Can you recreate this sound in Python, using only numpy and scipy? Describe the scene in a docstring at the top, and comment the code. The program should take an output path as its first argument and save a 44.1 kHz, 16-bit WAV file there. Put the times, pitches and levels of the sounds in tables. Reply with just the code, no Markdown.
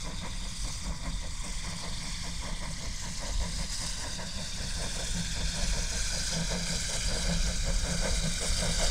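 """A small steam locomotive works towards the microphone across open grassy ground.
At first it is soft: each exhaust beat blows up the chimney, noise and a wavering note ringing its resonances.
From the start, noise-made steam hisses without pause from the boiler top, wavering and spitting in the treble.
As the engine nears, both grow and the ground bounce lags further, so its notches slide down in pitch.
Low noise makes the wheel and fire rumble and the breeze on the microphone, in uneven low lumps."""
import sys
import numpy as np
from scipy import signal
from scipy.fft import rfft, irfft
from scipy.io import wavfile
from scipy.ndimage import uniform_filter1d, map_coordinates

SR = 44100
rng = np.random.default_rng(int(sys.argv[2]) if len(sys.argv) > 2 else 0)


def generate_wav(sig):
    """Save sig (samples, or channels by samples) to the path in sys.argv[1] as 16-bit PCM at SR."""
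    pcm = np.round(np.clip(np.atleast_2d(sig).T, -1, 1) * 32767).astype(np.int16)
    wavfile.write(sys.argv[1], SR, pcm)


N = 392490

# Exhaust beats, nominal: centre t/s, chimney roar level/dB, chimney boom level/dB
EXHAUST_BEATS = [(0.082, -45, -43), (0.252, -43.5, -41), (0.442, -48.5, -44.5), (0.675, -46.5, -49.5),
                 (0.893, -46, -41), (1.058, -43, -43), (1.248, -48.5, -57), (1.465, -45.5, -43.5),
                 (1.688, -46, -42), (1.85, -42, -45), (2.054, -48, -40), (2.27, -46, -43.5),
                 (2.469, -43.5, -44), (2.647, -41.5, -38), (2.837, -46, -54), (3.06, -45.5, -41),
                 (3.252, -43, -49), (3.435, -42, -38.5), (3.612, -45, -42.5), (3.838, -45, -45.5),
                 (4.04, -43, -50), (4.211, -41.5, -39.5), (4.39, -45.5, -40.5), (4.609, -43, -37.5),
                 (4.827, -41.5, -43), (4.99, -40.5, -35), (5.17, -46.5, -37), (5.398, -42.5, -38.5),
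                 (5.593, -42, -37), (5.767, -40.5, -39.5), (5.944, -44.5, -42), (6.154, -44.5, -38.5),
                 (6.368, -40, -34.5), (6.533, -36.5, -32), (6.723, -43, -33.5), (6.925, -39, -38),
                 (7.14, -39, -33), (7.288, -36.5, -29), (7.485, -42, -36), (7.684, -38.5, -34.5),
                 (7.888, -38.5, -32.5), (8.051, -33.5, -33), (8.248, -42, -33), (8.44, -37, -37),
                 (8.647, -36.5, -32.5), (8.823, -32.5, -36)]
# Four beats to a wheel turn, each with its own valve timing: length t/s, upper roar re roar level/dB
VALVE_STROKES = [(0.094, 0.5), (0.061, 0.6), (.058, -1), (0.061, 0)]
# Chimney resonances, from boom to upper roar: f/Hz, width f/Hz, relative level/dB
CHIMNEY_BOOM_MODES = [(99, 10, -11), (168, 22, 4), (211, 42, -8)]
CHIMNEY_THUD_MODES = [(278, 35, 0)]
CHIMNEY_ROAR_MODES = [(453, 59, -1.5), (521, 81, 2.5), (660, 243, -2.5)]
CHIMNEY_UPPER_MODES = [(915, 132, 4.5), (1060, 213, 1), (1222, 52, 0), (1680, 420, -4.5), (2087, 270, -2.5)]
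# Escaping steam: t/s, level/dB, treble tilt/dB (phased in over the octave from 4 kHz, full above)
STEAM_COURSE = [(0.0, -42.5, -1.5), (0.25, -43, -4), (0.62, -41, 2), (0.84, -42, -1.0), (0.91, -46, -1.0),
                (1.53, -41.5, -2.5), (2.15, -40.5, -2), (2.75, -42.5, -3), (3.22, -40.5, -1.0),
                (3.67, -40.5, -1.5), (3.74, -37.5, 2.5), (4.21, -41.5, -1.5), (5.15, -37, 1.5),
                (5.4, -37, -3), (6.34, -34.5, 0), (6.37, -37, -1.0), (6.64, -37, -1.0), (6.67, -33, -1.0),
                (6.74, -36, 0), (7.19, -34.5, -2), (7.49, -36.5, -1.5), (8.25, -36.5, 0.5),
                (8.43, -35.5, 2), (8.9, -34, -0.5)]
# Colour of the steam jet: f/Hz, relative level per Hz/dB
STEAM_COLOUR = [(150, -6), (250, -9), (372, -9), (526, -13.5), (980, -2), (1320, -4), (2030, 0),
                (2820, -6.5), (3590, 2.5), (4900, 4), (8300, 1), (9800, -7.5), (11800, -26), (15600, -36)]
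# Bounce off the grass: t/s, lag behind the direct sound t/ms, strength (0-1)
GROUND_BOUNCE = [(0, 0.78, 0.33), (2, 0.86, 0.43), (3.8, 0.95, 0.4), (4.8, 1.104, 0.4), (5.7, 1.13, 0.46),
                 (6.5, 1.194, 0.62), (8.9, 1.246, 0.5)]
# Breeze on the microphone: t/s, uneven level of the low wind noise/dB, before a further random swing
WIND_NOISE_COURSE = [(0.0, -39.5), (1.53, -34.5), (1.78, -48), (1.86, -37), (2.3, -41), (2.4, -34.5),
                     (3.22, -38.5), (3.35, -30.5), (3.77, -39.5), (5.9, -32.5), (6.77, -37), (7.29, -29),
                     (8.06, -33), (8.11, -26.5), (8.48, -39.5), (8.5, -26.5), (8.8, -31), (8.9, -24)]
# Colour of the wheel and fire rumble: f/Hz, relative level per Hz/dB
RUMBLE_COLOUR = [(29, -60), (50, -3), (113, -6.5), (177, -12), (292, -20), (348, -33.5), (400, -36),
                 (520, -40), (880, -120)]
# Peaks and dips from the body that holds the microphone: f/Hz, width f/Hz, gain/dB
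MICROPHONE_BODY = [(315, 52, -2.5), (781, 130, -8.5), (1295, 102, -4), (1540, 174, 4), (1790, 94, -5),
                   (2385, 37, 6.5), (2790, 150, 4), (3080, 430, -1.5), (3610, 46, 6), (4120, 210, -5.5),
                   (4804, 100, 4.5)]

BOOM_LAG_S, BOOM_STRETCH = .012, 1.25   # the boom builds later and lasts longer than the roar
DRAUGHT = 0.05   # share of the boom's nominal power that the steady draught keeps up between beats
NOTE_HZ, NOTE_WANDER, NOTE_DB = 170.1, 0.04, -1.5   # the boom locks onto the blast; wander is a share of pitch
UPPER_SAG_DB_PER_S = 0.4   # the upper modes gain less than the roar as the engine nears
THUD_DB, THUD_SAG_DB_PER_S = -3.5, .9   # hollow mode above the boom, re roar at the start; it gains least
STEEPEN_DB = -26   # overtones from steepened wave fronts, re the steam level
GROUND_TURN = .3   # phase turn of soft ground, cycles
GROUND_CUT_HZ = 5200   # grass scatters the treble of the bounce
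WIND_SWING_DB = 1.5   # further random swing of the low wind noise
RUMBLE_DB, RUMBLE_RISE_DB_PER_S = -47, .5   # starting level of the rumble, growing as the train nears
SELF_NOISE_DB, OFFSET, CUTOFF_HZ = -83, .0094, 15745   # hiss and offset enter ahead of the top cut


def exhaust():
    """The blast drives the chimney modes; the boom rings sharpest, builds later and never quite stops."""
    centre, roar_db, boom_db = np.transpose(EXHAUST_BEATS)
    stroke_db = np.resize(np.transpose(VALVE_STROKES)[1], len(EXHAUST_BEATS))
    upper_db = roar_db + stroke_db - UPPER_SAG_DB_PER_S * centre
    thud_db = roar_db + THUD_DB - THUD_SAG_DB_PER_S * centre

    draught_power = DRAUGHT * from_db(2 * np.interp(np.arange(N) / SR, centre, boom_db))
    blast = np.sqrt(puffs(boom_db, BOOM_LAG_S, BOOM_STRETCH) ** 2 + draught_power)
    note_hz = NOTE_HZ * (1 + NOTE_WANDER * drift(7.9))
    note = np.sin(2 * np.pi * np.cumsum(note_hz) / SR)
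    boom = band(resonate(blast * rng.standard_normal(N), CHIMNEY_BOOM_MODES), 71, 246)
    boom = boom + from_db(NOTE_DB) * band(blast * note, 118, 225)

    roar = resonate(puffs(roar_db) * rng.standard_normal(N), CHIMNEY_ROAR_MODES)
    upper = resonate(puffs(upper_db) * rng.standard_normal(N), CHIMNEY_UPPER_MODES)
    thud = resonate(puffs(thud_db) * rng.standard_normal(N), CHIMNEY_THUD_MODES)
    return boom + thud + roar + upper


def puffs(level_db, lag_s=0, stretch=1):
    """A flat-topped, ragged swell of turbulent flow for every beat, with a weak dying tail."""
    centre = np.transpose(EXHAUST_BEATS)[0]
    length = np.resize(np.transpose(VALVE_STROKES)[0], len(EXHAUST_BEATS))
    power, t = np.zeros(N), np.arange(N) / SR
    for s, span, gain in zip(centre + lag_s, length * stretch, from_db(level_db)):
        near = slice(max(int((s - 3 * span) * SR), 0), int((s + 3 * span) * SR))
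        power[near] += gain ** 2 * np.exp(-np.abs(2 * (t[near] - s) / span) ** 2.63)
    r = np.exp(-1 / (.06 * SR))   # the tail dies over 60 ms
    power = power + 0.34 * signal.lfilter([1 - r], [1, -r], power)
    return np.sqrt(power) * from_db(1.8 * drift(55))


def resonate(x, modes):
    """Parallel resonances with alternating signs, scaled so that unit noise comes out near rms 1."""
    out, power = 0, 0
    for k, (hz, width, level_db) in enumerate(modes):
        r = np.exp(-np.pi * width / SR)
        feedback = [1, -2 * r * np.cos(2 * np.pi * hz / SR), r * r]
        ringing = signal.lfilter([(1 - r * r) / 2, 0, (r * r - 1) / 2], feedback, x)
        out = out + (-1) ** k * from_db(level_db) * ringing
        power += from_db(2 * level_db) * np.pi * width / SR
    return out / np.sqrt(power)


def steam():
    """A bright jet; moving air makes all of it waver, the treble most, and each band flicker on its own."""
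    level_db, bright_db = in_time(STEAM_COURSE)
    jets = [coloured(STEAM_COLOUR), coloured(STEAM_COLOUR)]
    edges = np.geomspace(200, 16500, 31)
    together, spitting = drift(14.6), drift(100)
    jet = 0
    for k, (low, high) in enumerate(zip(edges, edges[1:])):
        treble_share = np.clip(np.log2(high / 4000.), 0, 1)
        own_db = 1.4 * drift(1.6) + 1.91 * drift(44)
        waver_db = treble_share * (bright_db + 0.6 * spitting) + 0.76 * together + own_db
        jet = jet + band(jets[k % 2], low, high) * from_db(waver_db)   # neighbours get unrelated noise
    return from_db(level_db) * (jet + from_db(STEEPEN_DB) * crackle(jet))


def crackle(jet):
    """Loud peaks of the jet steepen near the nozzle into sharp overtones, in step with its momentary level."""
    level = np.sqrt(uniform_filter1d(jet ** 2, size=1800))
    overtones = jet ** 2 / level
    return rms_one(band(band(overtones, 8800, 19000), 8800, 19000))


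def ground(x):
    """Direct sound plus a later, duller, phase-turned bounce; their interference cuts notches."""
    lag_ms, strength = in_time(GROUND_BOUNCE)
    hz = np.arange(N // 2 + 1) * SR / N
    reflection = np.exp(2j * np.pi * GROUND_TURN) / (1 + (hz / GROUND_CUT_HZ) ** 6)
    bounce = irfft(rfft(x) * reflection, N)
    late = map_coordinates(bounce, [np.arange(N) - lag_ms * SR / 1000], order=3)
    return x - np.clip(strength, 0, 1) * late


def breeze():
    """Lumpy low wind noise on the microphone over the low rumble of wheels and fire."""
    wind_db, = in_time(WIND_NOISE_COURSE)
    lumps = rms_one(band(band(rng.standard_normal(N), 16.0, 46.0), 3.5, 105))
    wind_noise = from_db(wind_db + WIND_SWING_DB * drift(5.4)) * lumps
    rumble_db = RUMBLE_DB + RUMBLE_RISE_DB_PER_S * np.arange(N) / SR
    rumble = from_db(rumble_db + 1.85 * drift(11)) * coloured(RUMBLE_COLOUR)
    return wind_noise + rumble


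def coloured(spectrum):
    """Noise of rms 1 with the given spectrum, interpolated over log frequency."""
    hz, level_db = np.transpose(spectrum)
    bins = np.maximum(np.arange(N // 2 + 1) * SR / N, 1)
    gain = from_db(np.interp(np.log(bins), np.log(hz), level_db))
    return rms_one(irfft(rfft(rng.standard_normal(N)) * gain, N))


def drift(rate):
    """Slow random wander of spread near 1, changing about rate times a second."""
    r = np.exp(-80 * np.pi * rate / SR)   # worked out at every 40th sample
    slow = signal.lfilter([1], [1, -2 * r, r * r], rng.standard_normal(N // 40 + 2002))[2000:]
    return np.interp(np.arange(N) / 40, np.arange(len(slow)), rms_one(slow))


def band(x, low_hz, high_hz):
    """Band-pass."""
    return signal.sosfilt(signal.butter(2, [low_hz, high_hz], "band", fs=SR, output="sos"), x)


def in_time(rows):
    """Columns of a curve table, one value per sample."""
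    s, *columns = np.transpose(rows)
    return [np.interp(np.arange(N) / SR, s, c) for c in columns]


def from_db(db):
    """Decibels to gain."""
    return 10 ** (np.asarray(db) / 20)


def rms_one(x):
    """Scale to rms 1."""
    return x / np.sqrt(np.mean(x ** 2) + 1e-20)


def scene():
    """Locomotive heard over the ground, with breeze and rumble beneath."""
    return (ground(exhaust() + steam()) + breeze())[None]


def record(dry):
    """Microphone body peaks and dips, amplifier hiss, a steady offset, a steep cut at the top."""
    for hz, width, gain_db in MICROPHONE_BODY:
        a, w = from_db(gain_db / 2), 2 * np.pi * hz / SR
        k = np.sin(w) * width / hz / 2
        dry = signal.lfilter([1 + k * a, -2 * np.cos(w), 1 - k * a], [1 + k / a, -2 * np.cos(w), 1 - k / a], dry)
    hiss = from_db(SELF_NOISE_DB) * rng.standard_normal(N)
    top_cut = signal.ellip(18, .5, 55, CUTOFF_HZ, fs=SR, output="sos")
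    return signal.sosfilt(top_cut, dry + hiss + OFFSET)


dry = scene()
out = record(dry)
generate_wav(out)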